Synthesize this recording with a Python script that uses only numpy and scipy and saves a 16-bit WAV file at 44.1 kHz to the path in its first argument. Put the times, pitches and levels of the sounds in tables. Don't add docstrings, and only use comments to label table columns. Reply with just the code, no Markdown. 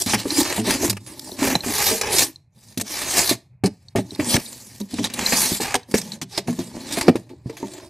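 import sys
import numpy as np
from scipy import signal
from scipy.fft import rfft, irfft, next_fast_len
from scipy.io import wavfile

SR = 44100
rng = np.random.default_rng(int(sys.argv[2]) if len(sys.argv) > 2 else 0)


def pcm_store(signal):
    levels = np.round(np.clip(np.atleast_2d(signal), -1, 1) * 32767)
    wavfile.write(sys.argv[1], SR, levels.astype(np.int16).T)


N = 347949

# mode_hz, level_db, t60_s (before damping by the hand or the knock)
BOX_MODES = [(111.7, -5, 0.14), (189, -7.5, 0.13), (235, -6.5, 0.092), (273.4, -1.5, 0.06),
             (326.5, 2.5, 0.028), (407.8, -7, 0.083), (529.5, -7.5, 0.035), (640.5, -4, 0.06),
             (861, -2.5, 0.032), (1104, -5, 0.017), (1787, -4, 0.019), (2285, -13, 0.018)]


def from_db(db):
    return 10 ** (np.asarray(db) / 20)


def rms_one(x):
    return x / np.sqrt(np.mean(x ** 2) + 1e-20)


def colour(x, points):
    size = next_fast_len(N + 4096)
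    hz, db = np.transpose(points)
    bin_hz = np.arange(size // 2 + 1) * SR / size
    gain = from_db(np.interp(np.log(bin_hz + 1), np.log(hz), db))
    return irfft(rfft(x, size) * gain, size)[..., :N]


def drift(rate_hz):
    step = 16
    r = np.exp(-2 * np.pi * rate_hz * step / SR)
    noise = rng.standard_normal((N + SR) // step)
    slow = signal.lfilter([1], [1, -2 * r, r * r], noise)[-N // step - 2:]
    return np.interp(np.arange(N) / step, np.arange(len(slow)), rms_one(slow))


def grit(uneven_db, clumps_db):
    click_db = uneven_db * np.minimum(rng.exponential(1, N), 6)
    return from_db(click_db + clumps_db) * rng.standard_normal(N)


def add(out, start_s, sound):
    at = round(start_s * SR)
    out[at:at + len(sound)] += sound[:N - at]


def dragging():
    hiss_gain, rasp_gain, rumble_gain, panel_hz, bright_db = strokes()
    judder_db = drift(40)
    rough = crackle() * from_db(judder_db)
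    snap_fibres, snap_panel = snaps()
    hiss = (hiss_gain * rough + snap_fibres) * fibre_hiss(bright_db)
    rasp = (rasp_gain * rough + snap_panel) * panel_rasp(panel_hz)
    return hiss + rasp + rumble_gain * box_rumble(panel_hz, judder_db)


def strokes():
    # start_s, length_s, fastest_share (of the length),
    # hiss_db (when fastest), swell_db (fastest above ends), rasp_db (against hiss), rumble_db,
    # panel_hz (pitch of the rubbed panel), bright_db_per_octave (of the hiss when fastest)
    stroke_table = [(0.0, 0.016, 0.64, -29.5, -3.5, -16.5, -34.5, 331, 0),
                    (0.084, 0.072, .9, -22.5, 17, -15.5, -30.5, 228.7, -3),
                    (0.177, 0.05, 0.29, -31, 9, -5.5, -47.5, 298, -6),
                    (0.241, 0.21, 0.79, -19.5, 24, -8, -23.5, 299, 0),
                    (0.39, 0.2, 0.13, -32, 1.5, -1, -35, 323, -2),
                    (0.651, 0.13, 0.38, -25, 10.5, -2, -22.5, 266.3, -2),
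                    (0.781, 0.13, 0.52, -25, 16, -3, -24.5, 292.6, 1.5),
                    (1.014, 0.51, 0.52, -43, 15, -13, -39, 281, 0.5),
                    (1.395, 0.17, 0.34, -24, 13, 0.5, -24, 267.3, 1),
                    (1.651, 0.34, 0.7, -21, 11.5, -5.5, -34, 405, 1.5),
                    (2.035, 0.12, 1, -35.5, 1.5, 1.5, -27.5, 420, -2.5),
                    (2.133, 0.1, 0.6, -20, 2.5, -8.5, -30, 294, 1.5),
                    (2.563, 0.42, 0.19, -54.5, 11.5, -8.5, -54, 189, 0.5),
                    (2.866, 0.43, 0.21, -29.5, 13, -5, -43, 292, -2.5),
                    (3.072, 0.23, 0.5, -21.5, 9, -6.5, -40.5, 365.5, 0.5),
                    (3.69, 0.23, 0, -71.5, -1, -2.5, -67, 252, -1.5),
                    (4.037, 0.13, 0.97, -45, 16, -10, -45.5, 283, -3.5),
                    (4.197, 0.19, 0.84, -21.5, 21.5, -8, -24, 236.5, -1),
                    (4.377, 0.48, 0, -40, 14.5, -8.5, -45.5, 234, 2),
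                    (4.91, 0.16, 0.93, -37, 6, -7, -36, 230.4, -7),
                    (5.105, 0.33, 0.38, -30, 19, 1, -31.5, 236.3, -2.5),
                    (5.251, 0.32, 0.45, -21.5, 9, -9, -34, 224, 1),
                    (5.606, 0.16, 0.1, -33.5, 11, 1, -46, 414, -3),
                    (5.903, 0.02, 1, -42.5, 7, -11, -32.5, 228, -1),
                    (5.945, 0.069, 0.48, -26.5, 17, -7.5, -29, 218, 0),
                    (6.025, 0.13, 0, -45.5, 4.5, -7, -37, 194, -3),
                    (6.329, 0.058, 0, -43.5, -4, -6, -47.5, 398, -7),
                    (6.469, 0.73, 0, -46.5, 12, -6.5, -37, 214, -2),
                    (6.756, 0.32, 0.72, -33.5, 17, -2.5, -30.5, 280, -2.5),
                    (7.005, 0.086, 1, -43, 7, -10, -31, 334, -8.5),
                    (7.165, 0.4, 0.097, -63.5, 21, -7, -52, 287, -4.5),
                    (7.471, 0.4, 0.69, -49, 8.5, -4, -41.5, 328.6, -4)]
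    grip_db_per_s, let_go_db_per_s = 600, 400.5
    rumble_follows, rumble_dies_db_per_s = 0.49, 237.5
    brightens = 0.097

    t = np.arange(0, N + 64, 64) / SR
    columns = np.transpose(stroke_table)[:, :, None]
    start, length, fastest, hiss_db, swell_db, rasp_db, rumble_db, panel_hz, bright_db = columns
    along = np.clip((t - start) / length, 0, 1)
    fastest = np.clip(fastest, .01, .99)
    swell = -swell_db * np.maximum(1 - along / fastest, (along - fastest) / (1 - fastest))

    before_s = np.maximum(start - t, 0)
    after_s = np.maximum(t - start - length, 0)
    edge_db = hiss_db + swell - grip_db_per_s * before_s - let_go_db_per_s * after_s
    box_db = rumble_db + rumble_follows * swell - grip_db_per_s * before_s - rumble_dies_db_per_s * after_s
    edge_power = from_db(edge_db) ** 2 + 1e-30
    box_power = from_db(box_db) ** 2 + 1e-30

    hiss_gain = np.sqrt(edge_power.sum(axis=0))
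    rasp_gain = np.sqrt((edge_power * from_db(rasp_db) ** 2).sum(axis=0))
    rumble_gain = np.sqrt(box_power.sum(axis=0))
    pitch_hz = (box_power * panel_hz).sum(axis=0) / box_power.sum(axis=0)
    bright = (edge_power * (bright_db + brightens * swell)).sum(axis=0) / edge_power.sum(axis=0)
    controls = hiss_gain, rasp_gain, rumble_gain, pitch_hz, bright
    return [np.interp(np.arange(N) / SR, t, c) for c in controls]


def crackle():
    rate_per_s, mean_jump_db, decay_s = 110, -6.5, 0.0032
    hits = rng.random(N) < rate_per_s / SR
    jumps = hits * from_db(mean_jump_db) * rng.exponential(1, N)
    return 1 + signal.lfilter([1], [1, -np.exp(-1 / (decay_s * SR))], jumps)


def snaps():
    # start_s, fibres_db, panel_db (scales of the tick and scuff), scuff_s (at least 0.003 is used)
    snap_table = [(0.019, -11.5, -32, 0.0038), (0.061, -20, -25.5, 0.074), (0.134, -27, -9, 0.024),
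                  (0.897, -10, -22, 0.016), (0.928, -29, -26, 0.0073), (0.968, -35.5, -26.5, 0.012),
                  (1.063, -40, -39.5, 0.074), (1.194, -22.5, -39, 0.0036), (1.554, -31.5, -17.5, 0.0038),
                  (1.635, -52, -24.5, 0.017), (2.012, -12.5, -17, 0.012), (2.7744, -17.5, -30, 0.015),
                  (2.798, -23, -24.5, 0.013), (2.811, -16, -25.5, 0.011), (3.17, -15, -45, 0.015),
                  (3.196, -32.5, -30.5, 0.016), (3.292, -13.5, -16.5, 0.038), (3.637, -25, -19, 0.033),
                  (3.658, -19.5, -30.5, 0.017), (3.958, -24, -26, 0.047), (4.197, -36, -22, 0.024),
                  (4.342, -35, -16.5, 0.0058), (4.366, -26, -16, 0.0027), (4.801, -31.5, -40, 0.015),
                  (4.985, -45, -22.5, 0.013), (5.041, -18.5, -19.5, 0.022), (5.1, -31.5, -52, 0.0084),
                  (5.137, -21.5, -53, 0.0089), (5.322, -24, -10.5, 0.025), (5.605, -20, -44, 0.031),
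                  (5.742, -10.5, -10, 0.0047), (5.752, -12.5, -15.5, 0.013), (5.941, -17, -14, 0.017),
                  (6.015, -23, -37, 0.0042), (6.119, -39, -41, 0.034), (6.2147, -20.5, -27.5, 0.021),
                  (6.376, -17, -21, 0.014), (6.474, -38, -32.5, 0.03), (6.589, -32.5, -35, 0.037),
                  (6.923, -23, -35, 0.024), (7.01, -17.5, -16, 0.01), (7.081, -19, -12, 0.017),
                  (7.156, -30, -22, 0.017), (7.292, -50, -47, 0.033), (7.496, -42.5, -33.5, 0.015),
                  (7.568, -34.5, -32, 0.022), (7.735, -37.5, -43, 0.01)]
    fibres, panel, t = np.zeros(N), np.zeros(N), np.arange(SR // 6) / SR
    tick = from_db(-60 * t / .014)
    rise = 1 - np.exp(-t / .0015)
    for start_s, fibres_db, panel_db, scuff_s in snap_table:
        scuff = 0.33 * np.exp(-(t / max(scuff_s, .003)) ** 2.65)
        shape = (tick + scuff) * rise
        add(fibres, start_s, from_db(fibres_db) * shape)
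        add(panel, start_s, from_db(panel_db) * shape)
    return fibres, panel


def fibre_hiss(bright_db):
    # freq_hz, density_db (relative)
    fibre_spectrum = [(1760, -23.5), (3000, -8), (4050, 0.5), (8400, 0.5), (12500, -5), (15100, -11.5)]
    patchy_db = 3
    fibres = [rms_one(colour(grit(0.87, 0.77 * drift(48)), fibre_spectrum)) for _ in range(2)]
    edges_hz = 1500 * 2 ** (np.arange(19) / 5)
    hiss = 0
    for k, (low, high) in enumerate(zip(edges_hz, edges_hz[1:])):
        sos = signal.butter(2, [low, high], "band", fs=SR, output="sos")
        band = signal.sosfilt(sos, fibres[k % 2])
        band_db = bright_db * np.log2(low / 6000) + patchy_db * drift(12)
        hiss = hiss + from_db(band_db) * band
    return hiss


def panel_rasp(panel_hz):
    # freq_hz, density_db (relative)
    rasp_spectrum = [(350, -2), (800, -2.5), (1110, -9), (1360, -11.5), (1690, -3.5), (2590, -3.5),
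                     (3200, -11), (4600, -49.5)]
    walls_db = -8.0
    waver = from_db(1.8 * drift(10))
    scratch = grit(2.2, 1.23 * drift(43))
    walls = 0
    for hz, _, t60 in BOX_MODES[-4:]:
        mode = signal.lfilter(*signal.iirpeak(hz, hz * t60 / 4, SR), scratch)
        walls = walls + rms_one(mode) * from_db(2 * drift(8))
    feedback = 0.33 * (panel_hz / 400) ** 2
    panel = rms_one(colour(hollow(scratch, panel_hz, feedback), rasp_spectrum))
    return waver * rms_one(panel + from_db(walls_db) * walls / 2)


def hollow(x, spacing_hz, feedback):
    at = np.arange(N)
    feedback = np.clip(feedback, 0, .9)
    return sum(feedback ** k * np.interp(at - k * SR / spacing_hz, at, x) for k in range(5))


def box_rumble(panel_hz, judder_db):
    reach_db = 1.5
    width_hz, octave_db = 40, -5
    slips = rms_one(grit(3.5, 3.0 * judder_db + 2.0 * drift(15)))
    modes, power = 0, 0
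    for k, (hz, level_db, t60) in enumerate(BOX_MODES):
        r = from_db(-60 / (.5 * t60 * SR))
        w = 2 * np.pi * hz / SR
        share = from_db(level_db - reach_db * np.log2(hz / panel_hz) ** 2)
        mode = rms_one(signal.lfilter([0, 1], [1, -2 * r * np.cos(w), r * r], slips))
        modes = modes + (-1) ** k * share * mode
        power = power + share ** 2

    turn = np.exp(2j * np.pi * np.cumsum(panel_hz) / SR)
    low_pass = signal.butter(2, width_hz, fs=SR, output="sos")
    own, octave = [rms_one(np.real(p * signal.sosfilt(low_pass, slips / p))) for p in (turn, turn ** 2)]
    octave_gain = from_db(octave_db) * (panel_hz / 400) ** 2
    return (modes / np.sqrt(power) + own + octave_gain * octave) / np.sqrt(2)


def knocks():
    # start_s, peak_db, panel_hz (pitch of the panel hit), ring_share (scales t60)
    knock_table = [(0.061, -16, 196, 0.98), (0.136, -14, 222, 1.9), (0.255, -15, 464, 0.84),
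                   (0.579, -15, 209, 3), (0.675, -14, 302, 1), (0.829, -14.5, 345, 1.7),
                   (0.886, -19.5, 114, 2.5), (1.293, -27, 610, 0.3), (1.321, -25, 320, 0.37),
                   (1.42, -10.5, 279, 2.1), (1.553, -8, 308, 0.38), (1.662, -19.5, 257, 2),
                   (1.686, -22, 285, 2.2), (1.911, -14.5, 443.5, 3.5), (2.774, -17, 200, 1.07),
                   (2.812, -22, 245, 1.3), (3.312, -9, 289, 0.94), (3.637, -6.5, 218, 1.1),
                   (3.668, -18, 262, 1.26), (3.952, -10.5, 234, 1.8), (3.984, -9.5, 254, 1.05),
                   (4.119, -28.5, 200, 0.91), (4.192, -11, 298, 1.24), (4.344, -10, 228, 0.26),
                   (4.375, -14, 230, 0.38), (4.806, -20.5, 217, 1.4), (4.935, -19.5, 239, 1.4),
                   (4.988, -13, 233, 2.7), (5.329, -16, 220, 1.1), (5.518, -12.5, 255, 0.3),
                   (5.601, -17, 440, 1.4), (5.747, -12.5, 754, 1.13), (5.94, -3.5, 252, 0.47),
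                   (6.217, -25.5, 150, 2), (6.378, -17.5, 413, 1.36), (6.483, -13, 240, 1.8),
                   (6.587, -16.5, 258, 1.6), (6.743, -28, 225, 0.74), (6.768, -22.5, 264, 0.43),
                   (6.974, -16, 354, 0.75), (7.082, 4, 384, 0.56), (7.1552, -9.5, 330, 0.98),
                   (7.301, -31.5, 352, 2.3), (7.332, -33, 336, 1.06), (7.459, -18.5, 124, 0.5),
                   (7.496, -22, 453, 1.55), (7.629, -15.5, 385, 1.03)]
    out, t = np.zeros(N), np.arange(SR // 4) / SR
    hz, level_db, t60 = np.repeat(np.transpose(BOX_MODES), 2, axis=1)[:, :, None]
    sign = (-1) ** np.arange(len(hz))[:, None]
    chance = rng.standard_normal((len(knock_table), 2, len(hz), 1))
    bounces = rng.random((len(knock_table), 2, 5))
    rise = 1 - np.exp(-t / .0003)
    for (start_s, peak_db, panel_hz, share), (strong, detune), (late, size) in zip(knock_table, chance, bounces):
        gains = sign * from_db(level_db + 2.5 * strong - 3.8 * np.log2(hz / panel_hz) ** 2)
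        phase = 2 * np.pi * hz * (1 + 0.0797 * detune) * t
        modes = np.cos(phase) * from_db(-60 * t / (t60 * np.clip(share, .1, 3)))
        contacts = np.zeros(len(t))
        contacts[(late * .015 * SR).astype(int)] = .35 * (2 * size - 1)
        contacts[:8] = np.hanning(8) / 3
        body = signal.fftconvolve((gains * modes).sum(axis=0) * rise, contacts)[:len(t)]
        own = np.sin(2 * np.pi * panel_hz * t) * from_db(-60 * t / (0.068 * share))
        body = body / np.abs(body).max() + 0.73 * own
        add(out, start_s, from_db(peak_db) * body / np.abs(body).max())
    return out


def rings():
    # start_s, level_db (scale of the tone cluster)
    tick_table = [(0.3052, -9), (1.317, -23.5), (1.5531, -6), (1.6063, -18), (2.359, -30.5), (3.884, -32.5),
                  (4.1074, -24), (4.149, -25), (4.4617, -26), (4.8135, -25), (5.0467, -11), (5.262, -7.5),
                  (5.831, -37), (6.119, -18.5), (6.135, -24), (6.378, -12), (6.807, -41)]
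    # mode_hz (centre of the cluster), level_db (relative)
    ring_modes = [(4050, 2), (5800, -8), (8100, -14)]
    t60_s, rise_s = 0.019, 0.00092
    out, t = np.zeros(N), np.arange(SR // 20) / SR
    hz, mode_db = np.repeat(np.transpose(ring_modes), 3, axis=1)[:, :, None]
    spread = rng.standard_normal((len(tick_table), len(hz), 1))
    envelope = from_db(-60 * t / t60_s) * (1 - np.exp(-t / rise_s))
    for (start_s, level_db), detune in zip(tick_table, spread):
        tones = from_db(mode_db) * np.sin(2 * np.pi * hz * (1 + .05 * detune) * t)
        cluster = tones.sum(axis=0) / 2
        add(out, start_s, from_db(level_db) * cluster * envelope)
    return out


def hum():
    # freq_hz, density_db (relative)
    hum_spectrum = [(30, -16.5), (51, -8), (124, 8), (300, -28.5), (801, -27), (1430, -41.5), (2480, -32),
                    (3220, -64)]
    level_db = -54.5 + 3 * drift(6)
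    return from_db(level_db) * rms_one(colour(rng.standard_normal(N), hum_spectrum))


def room(x, tail_db=-24, t60_s=0.27, dull_hz=6000):
    t = np.arange(SR // 2) / SR
    tail = rng.standard_normal(len(t)) * from_db(-60 * t / t60_s)
    tail = signal.sosfilt(signal.butter(1, dull_hz, fs=SR, output="sos"), tail)
    return x + from_db(tail_db) * signal.fftconvolve(x, tail / np.sqrt(np.sum(tail ** 2)))[:N]


def scene():
    # freq_hz, side_db (against mid)
    spread_spectrum = [(25, -5), (180, -24), (500, -19.5), (2000, -17), (8000, -9.5), (16000, -4.5)]
    mid = room(dragging() + knocks() + rings()) + hum()
    t = np.arange(SR // 25) / SR
    echoes = rng.standard_normal((3, len(t))) * from_db(-60 * t / 0.0085)
    moving = 0
    for echo in echoes:
        echo = echo / np.sqrt(3 * np.sum(echo ** 2))
        moving = moving + drift(10.4) * signal.fftconvolve(mid, echo)[:N]
    side = colour(moving, spread_spectrum)
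    return np.array([from_db(4.5) * (mid + side), from_db(5.0) * (mid - side)])


def record(dry):
    bass_cut_hz, treble_stop_hz = 42, 16250
    thin = signal.sosfilt(signal.butter(2, bass_cut_hz, "high", fs=SR, output="sos"), dry)
    rounded = 0.98 * np.tanh(thin / 1.481)
    return signal.sosfilt(signal.cheby2(14, 75, treble_stop_hz, fs=SR, output="sos"), rounded)


dry = scene()
out = record(dry)
pcm_store(out)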